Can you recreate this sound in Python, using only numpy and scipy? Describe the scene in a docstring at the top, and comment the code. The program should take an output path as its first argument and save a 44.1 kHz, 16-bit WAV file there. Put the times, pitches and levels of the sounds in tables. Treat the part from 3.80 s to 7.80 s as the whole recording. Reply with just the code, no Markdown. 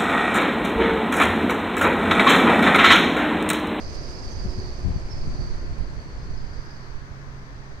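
"""A flock of small birds twitters in bare trees on the right of an open field, then falls quiet.
Hundreds of short falling chirps overlap, blurred by scattering from the trunks; a few nearer chirps
and two whistled calls stand out. Turbulent gusts press on the microphone as rumble and thumps,
and the breeze hisses in the twigs. Behind them the traffic of a town hums, a far diesel engine
drones, and one vehicle whines and recedes."""
import sys
import numpy as np
from scipy import signal
from scipy.fft import rfft, irfft
from scipy.io import wavfile

SR = 44100
rng = np.random.default_rng(int(sys.argv[2]) if len(sys.argv) > 2 else 0)


def generate_wav(sig):
    """Save sig (samples, or channels by samples) to the path in sys.argv[1] as 16-bit PCM at SR."""
    pcm = np.round(np.clip(np.atleast_2d(sig).T, -1, 1) * 32767).astype(np.int16)
    wavfile.write(sys.argv[1], SR, pcm)


N = 176400
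T = np.arange(N) / SR
HZ = np.maximum(np.fft.rfftfreq(N, 1 / SR), 1)


def from_db(db):
    """Amplitude grows tenfold for every 20 decibels."""
    return 10 ** (np.asarray(db) / 20)


def rms_one(x):
    """Division by the root mean square gives unit power."""
    return x / np.sqrt(np.mean(x ** 2) + 1e-20)


def in_time(rows):
    """Linear interpolation in time gives each column a value at every sample."""
    time_s, *columns = np.transpose(rows)
    return [np.interp(T, time_s, column) for column in columns]


def at_hz(points):
    """Interpolation over log frequency gives a value at every spectral line."""
    hz, value = np.transpose(points)
    return np.interp(np.log(HZ), np.log(hz), value)


def pan(balance_db):
    """Constant-power panning; balance is the left level minus the right."""
    gains = from_db(np.array([[.5], [-.5]]) * balance_db)
    return gains / np.sqrt(np.mean(gains ** 2, axis=0))


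def drift(rate_hz):
    """Low-pass filtered noise gives a random fluctuation of rms 1."""
    white = rfft(rng.standard_normal(N))
    return rms_one(irfft(white * (HZ > 1) / (1 + (HZ / rate_hz) ** 2), N))


def noise(spectrum, correlation=0, balance_db=0):
    """Coloured stereo noise of rms 1: the ratio of mid to side sets the left-right correlation."""
    mid, side = rfft(rng.standard_normal((2, N)))
    alike = np.clip(correlation, -.95, .95)
    stereo = np.sqrt(1 + alike) * mid + np.sqrt(1 - alike) * side * [[1], [-1]]
    return rms_one(irfft(stereo * from_db(at_hz(spectrum)) * pan(balance_db) * (HZ > 3), N))


def tone(hz):
    """Phase is the integral of frequency: a gliding sine of rms 1."""
    return np.sqrt(2) * np.sin(2 * np.pi * np.cumsum(hz) / SR)


# wash of far roads: frequency_hz, relative_density_db
TRAFFIC_SPECTRUM = [(25, 9), (60, 9), (100, 10), (180, 2), (250, 0.5), (330, -2.5), (550, -6), (800, -6.5),
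                    (1000, -2.5), (1300, -7), (1800, -6), (2300, -12), (2700, -18), (3600, -19),
                    (4700, -17), (5600, -20.5), (6250, -18.5), (7000, -27), (8500, -32.5), (10000, -42.5),
                    (15500, -44.5)]
# left-right balance of the traffic, including the microphones' colouring: frequency_hz, balance_db
TRAFFIC_BALANCE = [(60, -10), (250, 1.5), (420, -2), (700, 4.5), (1100, 5), (1800, 5.5), (2400, 3),
                   (3400, -6), (4600, -1.5), (6200, -17.5), (7000, 2), (7800, 10), (10000, -0.5)]
# left-right likeness of all road noise: frequency_hz, correlation
ROAD_CORRELATION = [(60, 1), (120, 1), (230, 1), (440, 0.84), (850, 0.059), (1660, -0.37), (3210, -0.16),
                    (6240, -0.22)]
# tyres swelling on a nearer street: time_s, level_db
TYRE_LEVEL = [(.3, -55), (1.4, -60), (1.7, -52), (2.2, -59.5), (2.9, -51), (4, -57.5)]
# colour of those tyres: frequency_hz, relative_density_db
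TYRE_SPECTRUM = [(400, -5), (1600, 8.5), (4000, -30)]
# far diesel engine: harmonic_number, level_db
DRONE_PARTIALS = [(1, -47.5), (3, -62)]
# the engine draws nearer: time_s, gain_db
DRONE_GAIN = [(0, -2.5), (2.2, 0.5), (4, 1)]
DRONE_HZ, DRONE_WANDER, DRONE_ROUGHNESS = 134.55, 0.009, 0.29
TRAFFIC_DB = -43.5


def traffic():
    """Incoherent sources add to a broadband wash; an engine's periodic firing adds harmonics."""
    tyres_db, = in_time(TYRE_LEVEL)
    drone_db, = in_time(DRONE_GAIN)
    pitch_hz = DRONE_HZ * (1 + DRONE_WANDER * drift(3.2))
    drone = sum(from_db(level_db) * tone(harmonic * pitch_hz) * (1 + DRONE_ROUGHNESS * drift(9.3))
                for harmonic, level_db in DRONE_PARTIALS)
    correlation, balance_db = at_hz(ROAD_CORRELATION), at_hz(TRAFFIC_BALANCE)
    wash = from_db(TRAFFIC_DB) * noise(TRAFFIC_SPECTRUM, correlation, balance_db)
    tyres = from_db(tyres_db) * noise(TYRE_SPECTRUM, correlation, balance_db)
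    return wash + tyres + from_db(drone_db) * drone


# road noise of the receding vehicle: time_s, relative_level_db
ROAD_LEVEL = [(0, -47.5), (.8, -50), (1.5, -51), (2.3, -54.5), (3, -61), (4, -73)]
# its colour: frequency_hz, relative_density_db
ROAD_SPECTRUM = [(60, -27), (250, 2), (450, -1.5), (700, -2.5), (850, -7.5), (1050, -8.5), (1500, -17),
                 (2400, -14), (3200, -28.5), (8000, -54)]
# its left-right balance: frequency_hz, balance_db
ROAD_BALANCE = [(300, 1.5), (1000, 1.5), (1700, -3.5), (2400, -18.5)]
# the vehicle's whine: time_s, pitch_hz, level_db
WHINE = [(0, 376, -52), (.45, 367, -54), (.8, 363.9, -43.5), (1.25, 359, -55.5), (1.6, 356, -49.5),
         (3, 350, -88)]
ROAD_GAIN_DB, WHINE_ROUGHNESS = 5, 0.25


def vehicle():
    """Level falls with distance: road noise fades and a whine sinks as the vehicle moves away."""
    road_db, = in_time(ROAD_LEVEL)
    pitch_hz, whine_db = in_time(WHINE)
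    road = noise(ROAD_SPECTRUM, at_hz(ROAD_CORRELATION), at_hz(ROAD_BALANCE))
    whine = tone(pitch_hz + 2 * drift(2.7)) * (1 + WHINE_ROUGHNESS * drift(6))
    return from_db(road_db + ROAD_GAIN_DB) * road + from_db(whine_db) * whine


# hiss of the breeze in the twigs: time_s, level_db
HISS_LEVEL = [(0, -58.5), (.4, -57), (1.1, -61), (1.5, -61), (2.1, -65.5), (2.8, -69.5), (3.3, -84)]
# its colour: frequency_hz, relative_density_db
HISS_SPECTRUM = [(1500, -9), (3000, 8.5), (6000, 7), (7500, 5), (9600, -1), (10500, -10.5), (12100, -5),
                 (13000, -32), (15500, -41)]
# left-right colouring of the hiss by the microphones: frequency_hz, balance_db
HISS_BALANCE = [(3000, -1), (6200, -15), (7700, 4), (10500, -1), (12100, 15)]
HISS_FLICKER_DB = 1.5


def twigs():
    """Airflow past thin twigs makes high-frequency noise that dies away with the breeze."""
    level_db, = in_time(HISS_LEVEL)
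    envelope = from_db(level_db + HISS_FLICKER_DB * drift(15))
    return envelope * noise(HISS_SPECTRUM, balance_db=at_hz(HISS_BALANCE))


# strength of the gusts: time_s, relative_level_db
GUST_LEVEL = [(0, -38.5), (.5, -35.5), (.76, -30.5), (.88, -35.5), (1.12, -30.5), (1.24, -36),
              (1.33, -31.5), (1.56, -30.5), (1.8, -33), (1.98, -31), (2.25, -40), (2.46, -34), (2.65, -37),
              (2.8, -37.5), (2.9, -43.5), (3.15, -40), (3.35, -42), (4, -44)]
# where they hit the microphone: time_s, balance_db
GUST_BALANCE = [(0, -6), (.5, -3), (.75, -5), (1.1, -4), (1.3, -6), (1.5, 0), (2, -9.5), (2.3, -2.5),
                (2.6, -8.5), (4, -7)]
# wind rumble: frequency_hz, relative_density_db
RUMBLE_SPECTRUM = [(8, 8), (24, -3), (45, 0), (70, -5.5), (100, -8), (150, -17), (230, -23.5), (350, -28.5),
                   (700, -45.5), (6000, -91)]
# higher flutter: frequency_hz, relative_density_db
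FLUTTER_SPECTRUM = [(40, -42), (100, 7.5), (200, 4.5), (300, -15), (700, -19), (4000, -72)]
RUMBLE_GAIN_DB, FLUTTER_GAIN_DB, FLUTTER_GROWTH = 4.5, -18, 1.5
LUMPS_DB, LUMPS_HZ, WIND_CORRELATION = 2, 26, 0.35


def wind():
    """Turbulent pressure rumbles on each microphone port; a flutter grows faster in strong gusts."""
    gust_db, = in_time(GUST_LEVEL)
    balance_db, = in_time(GUST_BALANCE)
    lumps_db = LUMPS_DB * np.array([drift(LUMPS_HZ), drift(LUMPS_HZ)])
    rumble = from_db(gust_db + RUMBLE_GAIN_DB) * noise(RUMBLE_SPECTRUM, WIND_CORRELATION)
    flutter_db = gust_db.mean() + FLUTTER_GROWTH * (gust_db - gust_db.mean())
    flutter = from_db(flutter_db + FLUTTER_GAIN_DB) * noise(FLUTTER_SPECTRUM)
    return (rumble + flutter) * from_db(lumps_db) * pan(balance_db)


# single hard eddies: centre_s, rumble_level_db, balance_db
BUFFETS = [(0.659, -27.5, 11), (0.789, -30, 4), (1.06, -24, 20), (1.08, -27.5, 21), (1.108, -27, 8.5),
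           (1.16, -28, 11), (1.477, -32, 11), (1.6, -33.5, -25)]
# their rumble: frequency_hz, relative_density_db
BUFFET_SPECTRUM = [(15, -13), (40, 3), (210, -6), (350, -24), (4000, -78)]
PUSH_HALF_WIDTH_S, BUFFET_HALF_WIDTH_S, PUSH_OVER_RUMBLE_DB = 0.0026, 0.013, 7.5


def buffets():
    """Each eddy gives the ports one sharp pressure pulse, wrapped in a short rumble."""
    out, rumble = 0, noise(BUFFET_SPECTRUM, WIND_CORRELATION)
    for centre_s, level_db, balance_db in BUFFETS:
        offset = (T - centre_s) / PUSH_HALF_WIDTH_S
        push = from_db(PUSH_OVER_RUMBLE_DB) * (1 - offset ** 2) * np.exp(-.5 * offset ** 2)
        burst = rumble * np.exp(-.5 * ((T - centre_s) / BUFFET_HALF_WIDTH_S) ** 2)
        out = out + from_db(level_db) * pan(balance_db) * (push + burst)
    return out


def trees(x, echo_db=-2, t60_s=0.42):
    """Scattering from the trunks adds an exponentially decaying tail, different in each ear."""
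    tail = rng.standard_normal((2, SR)) * from_db(-60 * T[:SR] / t60_s)
    tail /= np.sqrt(np.sum(tail ** 2, axis=1, keepdims=True))
    echo = signal.fftconvolve(x[None], tail, axes=1)[:, :N]
    return (x + from_db(echo_db) * echo) / np.sqrt(1 + from_db(echo_db) ** 2)


# single bird calls: start_s, pitch_hz, onset_offset_hz, level_db, balance_db, waver_hz, fade_db_per_s
CALLS = [(.491, 6250, -900, -47, -12, 71, 112), (1.293, 5350, 600, -47, -21, 25, 33)]
CALL_S, CALL_EDGE_S, CALL_ROUGHNESS = 0.115, .014, .3
CALL_SLIDE_S, CALL_SAG_HZ_PER_S = 0.0071, 1360


def calls():
    """Frequency modulation of a pure tone: thin whistles slide onto a note, then sag and fade."""
    out = 0
    for start_s, pitch_hz, offset_hz, level_db, balance_db, waver_hz, fade_db_per_s in CALLS:
        age_s = np.maximum(T - start_s, 0)
        gate = np.clip(np.minimum(age_s, CALL_S - age_s) / CALL_EDGE_S, 0, 1)
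        envelope = gate * from_db(-fade_db_per_s * age_s)
        glide_hz = pitch_hz + offset_hz * np.exp(-age_s / CALL_SLIDE_S) - CALL_SAG_HZ_PER_S * age_s
        whistle = tone(glide_hz + waver_hz * drift(136)) * (1 + CALL_ROUGHNESS * drift(50))
        out = out + from_db(level_db) * pan(balance_db) * trees(envelope * whistle, echo_db=-6)
    return out


# chirps of the nearest birds: centre_s, pitch_hz, level_db
NEAR_CHIRPS = [(.478, 4620, -40), (0.708, 4860, -51), (0.802, 4620, -44), (0.851, 4660, -43.5),
               (1.463, 4770, -47.5), (1.61, 4530, -46.5), (2.2, 4490, -51), (2.541, 4480, -50),
               (2.578, 5030, -49), (2.91, 4900, -50)]
CHIRP_S, NEAR_FALL_HZ = 0.01397, 202.6


def near_chirps():
    """Sound spreads less over a short path, so the falling chirps of closer birds stand out."""
    out = 0
    for centre_s, pitch_hz, level_db in NEAR_CHIRPS:
        sweep = np.clip((T - centre_s) / CHIRP_S, -.5, .5)
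        out = out + from_db(level_db) * np.cos(np.pi * sweep) * tone(pitch_hz - NEAR_FALL_HZ * sweep)
    return pan(balance_db=-7) * trees(out)


def twitter(pitch_hz, per_s=520, fall_hz=335, scatter_hz=201, spread_db=3):
    """Random superposition of short falling chirps around a pitch, heard through the trees; rms 1."""
    out = np.zeros(N + SR)
    deviations = rng.standard_normal((int(per_s * N / SR), 5))
    for k, (late, high, long, loud, steep) in enumerate(deviations):
        start = int(np.clip((k + late) / per_s * SR, 0, N - 1))
        sweep = np.linspace(-.5, .5, int(CHIRP_S * SR * np.exp(0.303 * long)))
        glide_hz = pitch_hz[start] + scatter_hz * high - fall_hz * (1 + .5 * steep) * sweep
        envelope = from_db(spread_db * loud) * np.cos(np.pi * sweep)
        out[start:start + len(sweep)] += envelope * tone(glide_hz)
    return rms_one(trees(out[:N]))


# twittering of the flock: time_s, level_db, middle_pitch_hz, balance_db
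FLOCK = [(0, -47, 4865, -11), (.22, -46, 4840, -7.5), (.65, -49, 4790, -13), (.82, -47.5, 4750, -14),
         (1.1, -55, 4665, -1.5), (1.4, -52, 4686, -8), (1.68, -51, 4620, -8), (2.0, -59, 4563, -6),
         (2.4, -58, 4587, -0.5), (2.9, -56, 4785, -9), (3.1, -59, 4510, -13), (3.3, -67.5, 4700, -3)]
# its merged higher notes: frequency_hz, relative_density_db
SHIMMER_SPECTRUM = [(3000, -31), (4200, -0.5), (5200, 0), (5700, -1), (6200, 2.5), (6700, -11), (7500, -30),
                    (10000, -43)]
SHIMMER_GAIN_DB, SHIMMER_PAN_DB = -4, -12


def flock():
    """Many independent voices overlap as twitter; their higher notes merge into a band of noise."""
    level_db, pitch_hz, balance_db = in_time(FLOCK)
    chirps = twitter(pitch_hz) * pan(balance_db)
    shimmer = noise(SHIMMER_SPECTRUM) * pan(balance_db + SHIMMER_PAN_DB)
    return from_db(level_db) * (chirps + from_db(SHIMMER_GAIN_DB) * shimmer)


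def scene():
    """Superposition: the pressures from roads, wind and birds add at the microphone."""
    return traffic() + vehicle() + wind() + buffets() + twigs() + flock() + near_chirps() + calls()


CUTOFF_HZ = 15700


def record(dry):
    """Band limiting: an elliptic low-pass filter cuts the top treble steeply."""
    return signal.sosfilt(signal.ellip(10, .1, 80, CUTOFF_HZ, fs=SR, output="sos"), dry)


dry = scene()
out = record(dry)
generate_wav(out)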